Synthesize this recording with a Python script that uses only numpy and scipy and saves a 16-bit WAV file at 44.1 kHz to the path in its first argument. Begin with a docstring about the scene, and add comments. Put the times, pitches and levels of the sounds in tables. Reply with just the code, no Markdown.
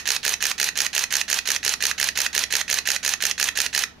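"""Between nearby walls, a reflex camera on a tripod fires a steady burst, close to the microphone and a
little to its right. In every frame a motor starts, the mirror flips up, the aperture lever stops, two
shutter curtains strike, gears rewind and the mirror drops. Each blow rings the same camera body.
The walls answer, and a faint rumble and low hum lie underneath."""
import sys
import numpy as np
from scipy import signal
from scipy.fft import rfft, irfft
from scipy.io import wavfile
from scipy.ndimage import uniform_filter1d

SR = 44100
rng = np.random.default_rng(int(sys.argv[2]) if len(sys.argv) > 2 else 0)


def store_pcm(level_fs):
    """Save levels as 16-bit WAV."""
    pcm = np.round(np.clip(level_fs, -1, 1) * 32767).astype(np.int16)
    wavfile.write(sys.argv[1], SR, np.atleast_2d(pcm).T)


N = 176400
FFT_SIZE, RING_SAMPLES = 8192, 1500
FRAMES, FIRST_FRAME_S, FRAME_S = 23, -0.06982, 0.17493

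# Blows of one frame, timed from the first curtain: motor engages; mirror hits the top; aperture lever
# catches, stops, rebounds; first curtain strikes, settles; second curtain brakes, lands; cocking cam;
# curtains latch; mirror drops.
# start_ms, scatter_ms, chatter_ms, fresh_share (0-1, new each frame), then level_db at each band
BLOWS = [ (-49.5, .2, 0.92, .5, -19, -11, -12.5, -12.5, -18.5, -28, -19),
         (-30, .3, 2.2, 0.23, -11, 0.5, -1, -2, -3.5, 1.5, 4.5),
         (-19.5, .2, 0.6, 0.31, -8.5, -17, -9, -24, -11, -16, -30.5),
         (-16.5, .2, 1.2, .3, 7, -20.5, -2, -3, -1.5, -5.5, -6),
         (-15, .2, 0.98, 0.31, 10, -15, -1.5, -5.5, -2.5, -7.5, -16),
         (-0.5, 0.024, 0.45, .08, -7, 0, -1.5, 2.5, 1.5, 1, 4),
         (1.0, 0.028, 2.5, .2, 2, -8, -12, -13, -10, -19, -18),
         (12, 0.021, 1.2, 0.21, -8, -7, -7, -13, 1, 0, -1),
         (13.5, .03, 0.78, 0.21, -2, -18, -12.5, -0.5, -1.5, -7, 1),
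         (30.5, 0.32, 1.5, 1, -11.5, -15, -18, -18, -30, -8, -11),
         (44, .3, 0.42, 0.89, -10, -12, -13.5, -9, -14, -6, -4),
         (58.5, 0.44, 2.43, 0.45, -2, 0.5, 1, -1, 1, -5.5, -6.5), ]
# Bands of those levels: pitch_hz
BLOW_BANDS_HZ = [500, 1700, 2800, 4500, 6400, 10000, 13500]
# Resonances of the camera body: pitch_hz, width_hz, level_db
BODY_MODES = [(425, 57, -3), (620, 216, -1), (846, 70, 6.5), (1380, 320, 7), (1761, 290, 18),
              (2290, 260, 8.5), (2544, 376, 14.5), (3040, 330, 9), (4180, 1015, 13.5), (5550, 600, 15),
              (6275, 390, 16), (6680, 250, 15), (9860, 1630, 7), (12530, 1400, 1), (13800, 890, 0)]
# Tone of the gears lifting the mirror: pitch_hz, level_db
LIFT_TONE = [(500, 5), (1000, -2.5), (1700, -2), (2800, 1.5), (4300, 0.5), (5400, -4), (6700, 1.5),
             (8000, -3), (13500, -9)]
# Tone of the gears rewinding: pitch_hz, level_db
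REWIND_TONE = [(500, 5.5), (1100, 3), (1700, -5.5), (3400, 4.5), (5400, -2.5), (6400, -2), (8000, -0.5),
               (10500, -1), (14000, -2)]
# Direct sound on the microphone's far, left side against its right: pitch_hz, level_db
LEFT_SHADE = [(100, 13), (400, -8), (1300, -4.5), (3000, -5), (4500, -6.5), (6400, -10.5), (8000, -2.5),
              (10000, -9.5), (14000, -14)]
# Tone of the wall echo: pitch_hz, level_db
WALL_TONE = [(300, -1), (1500, -2), (4000, -3.5), (7000, -5.5), (10000, -2), (14000, -0.5)]
# Background rumble: pitch_hz, density_db (power per Hz)
RUMBLE_SPECTRUM = [(18, -86), (29, -78), (44, -86), (100, -79), (170, -78), (245, -75), (330, -83),
                   (410, -81), (550, -87), (750, -84), (1200, -90), (3000, -93), (6000, -101), (8500, -112),
                   (15000, -113)]


def mechanism_blows(body, lead_ms=6, contact_ms=.34, slide_ms=1.1, slide_db=-18, scatter_db=.5):
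    """Metal parts slide into contact, then chatter and ring the body, much alike from frame to frame."""
    track = np.zeros(N + SR)
    ms = np.arange(FFT_SIZE) / SR * 1000 - lead_ms
    after_ms = np.maximum(ms, 0)
    slide = undb(slide_db) * np.exp(-abs(ms) / slide_ms)
    for start_ms, scatter_ms, chatter_ms, fresh_share, *band_db in BLOWS:
        chatter = (1 - np.exp(-after_ms / contact_ms)) * np.exp(-after_ms / chatter_ms)
        force = rfft(frame_noise(fresh_share) * (chatter + slide))
        # Divide out the force's broad colour, so body and bands set the tone.
        colour = np.sqrt(uniform_filter1d(np.mean(abs(force) ** 2, axis=0), size=150))
        tone = gain_curve(list(zip(BLOW_BANDS_HZ, band_db)), FFT_SIZE)
        clicks = irfft(force * minimum_phase(body * tone / colour))[:, :RING_SAMPLES]
        for frame, (late, strong) in enumerate(rng.standard_normal((FRAMES, 2))):
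            click = clicks[frame] * undb(scatter_db * strong)
            add_to_frame(track, click, frame, start_ms - lead_ms + scatter_ms * late)
    return track


def motor_run(body, tone, start_ms, stop_ms, drive_db, rise_db, teeth_hz, ramp_ms=1.55):
    """A short run of the gear train in each frame: every tooth scrapes and shakes the body."""
    track = np.zeros(N + SR)
    t = np.arange(FFT_SIZE) / SR
    ms, run_ms = t * 1000, stop_ms - start_ms
    gate = np.clip(np.minimum(ms, run_ms - ms) / ramp_ms, 0, 1)
    drive = gate * undb(drive_db + rise_db * ms / run_ms)
    response = minimum_phase(body * gain_curve(tone, FFT_SIZE))
    for frame, scrape in enumerate(frame_noise(fresh_share=.86)):
        teeth_passed = t * teeth_hz * (1 + .03 * rng.standard_normal())
        tooth_gain = undb(2 * rng.standard_normal(FFT_SIZE))
        mesh = np.exp(-(teeth_passed % 1) / .8) * tooth_gain[teeth_passed.astype(int)]
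        force = scrape * drive * mesh / np.sqrt(np.mean(mesh ** 2))
        whirr = irfft(rfft(force) * response)[:np.count_nonzero(gate) + RING_SAMPLES]
        add_to_frame(track, whirr, frame, start_ms)
    return track


def camera_body(steepness=1.184):
    """Gain by frequency of the body, whose resonances add in power."""
    f = np.fft.rfftfreq(FFT_SIZE, 1 / SR) + 1
    power = 0
    for pitch_hz, width_hz, level_db in BODY_MODES:
        detuning = (f * f - pitch_hz ** 2) / (f * width_hz)
        power += undb(level_db) ** 2 / (1 + detuning ** 2 / steepness) ** steepness
    return np.sqrt(power)


def at_microphone(camera):
    """Close direct sound, shaded on the left, with short reflections off hand and tripod
    and a longer wall echo that starts at once."""
    size = 2 * FFT_SIZE
    left = minimum_phase(gain_curve(LEFT_SHADE, size))
    direct = irfft(np.array([left, np.ones_like(left)]))
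    walls = reflections(delay_ms=-1.5, t60_s=.26, treble_t60_s=.15, left_db=-13.5, right_db=-8)
    walls = irfft(rfft(walls) * minimum_phase(gain_curve(WALL_TONE, size)))
    near = reflections(delay_ms=2, t60_s=.1, treble_t60_s=.14, left_db=-17.5, right_db=-14)
    response = (direct + near + walls)[:, :FFT_SIZE]
    return signal.fftconvolve(camera[None], response, axes=1)[:, SR:SR + N]


def reflections(delay_ms, t60_s, treble_t60_s, left_db, right_db, treble_hz=7000):
    """A dense echo on each side of the microphone; the treble fades at its own rate."""
    size = 2 * FFT_SIZE
    t = np.arange(size) / SR - delay_ms / 1000
    noise = stereo_spectrum(size, wide_hz=1000)
    low = noise / (1 + (np.fft.rfftfreq(size, 1 / SR) / treble_hz) ** 4)
    fade = lambda seconds: (t > 0) * undb(-60 * abs(t) / seconds)
    echo = irfft(low) * fade(t60_s) + irfft(noise - low) * fade(treble_t60_s)
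    return echo / np.linalg.norm(echo, axis=1, keepdims=True) * undb([[left_db], [right_db]])


def rumble():
    """Faint steady noise around the microphone, wider towards the treble."""
    spectrum = stereo_spectrum(N, wide_hz=330) * gain_curve(RUMBLE_SPECTRUM, N)
    return irfft(spectrum * np.sqrt(SR / 2), N)


def hum(pitch_hz=70.5, level_db=-57.5, waver_db=1.6, drift_rad=.5):
    """A low, centred tone that wavers in phase and level."""
    phase = 2 * np.pi * pitch_hz * np.arange(N) / SR + drift_rad * wander(4.46)
    return np.sqrt(2) * np.sin(phase) * undb(level_db + waver_db * wander(6.35))


def frame_noise(fresh_share):
    """One row of noise per frame: a part always the same, a part new each time."""
    same = rng.standard_normal(FFT_SIZE)
    fresh = rng.standard_normal((FRAMES, FFT_SIZE))
    return np.sqrt(1 - fresh_share) * same + np.sqrt(fresh_share) * fresh


def add_to_frame(track, sound, frame, offset_ms):
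    """Mix a sound into one frame of the burst; the track begins one second early."""
    start_s = FIRST_FRAME_S + frame * FRAME_S + offset_ms / 1000
    i = int(round((start_s + 1) * SR))
    track[i:i + len(sound)] += sound[:len(track) - i]


def stereo_spectrum(size, wide_hz):
    """Spectrum of noise that is alike on both sides in the bass and unrelated in the treble."""
    f = np.fft.rfftfreq(size, 1 / SR)
    mid, side = rfft(rng.standard_normal((2, size)))
    width = f / np.hypot(f, wide_hz)
    return (mid + side * width * np.array([[1], [-1]])) / np.sqrt(1 + width ** 2)


def wander(rate_hz):
    """Smooth random drift with a spread of 1."""
    hold = int(SR / rate_hz)
    steps = np.repeat(rng.standard_normal(N // hold + 1), hold)
    drift = uniform_filter1d(uniform_filter1d(steps, hold), hold)[:N]
    return drift / drift.std()


def gain_curve(points, size):
    """Gain of (pitch_hz, level_db) points at every frequency of a transform."""
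    hz, db = np.array(points, float).T
    return undb(np.interp(np.log(np.fft.rfftfreq(size, 1 / SR) + 1), np.log(hz), db))


def minimum_phase(gain):
    """Spectrum of the promptest causal response with these gains."""
    cepstrum = irfft(np.log(gain))
    half = len(cepstrum) // 2
    folded = np.r_[cepstrum[0], 2 * cepstrum[1:half], cepstrum[half]]
    return np.exp(rfft(folded, len(cepstrum)))


def undb(db):
    """Decibels to gain."""
    return 10 ** (np.asarray(db) / 20)


def scene():
    """The firing camera up close, with rumble and hum behind it."""
    body = camera_body()
    camera = mechanism_blows(body)
    camera += motor_run(body, LIFT_TONE, start_ms=-49.5, stop_ms=13,
                        drive_db=-34.5, rise_db=-2.5, teeth_hz=903.5)
    camera += motor_run(body, REWIND_TONE, start_ms=15, stop_ms=59.5,
                        drive_db=-33.5, rise_db=1.5, teeth_hz=1299)
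    return at_microphone(camera) + rumble() + hum()


def record(dry):
    """The recorder clips at full scale and cuts the treble above 15.3 kHz."""
    lowpass = signal.ellip(8, .2, 70, 15300, fs=SR, output="sos")
    return signal.sosfilt(lowpass, np.clip(dry, -1, 1))


dry = scene()
out = record(dry)
store_pcm(out)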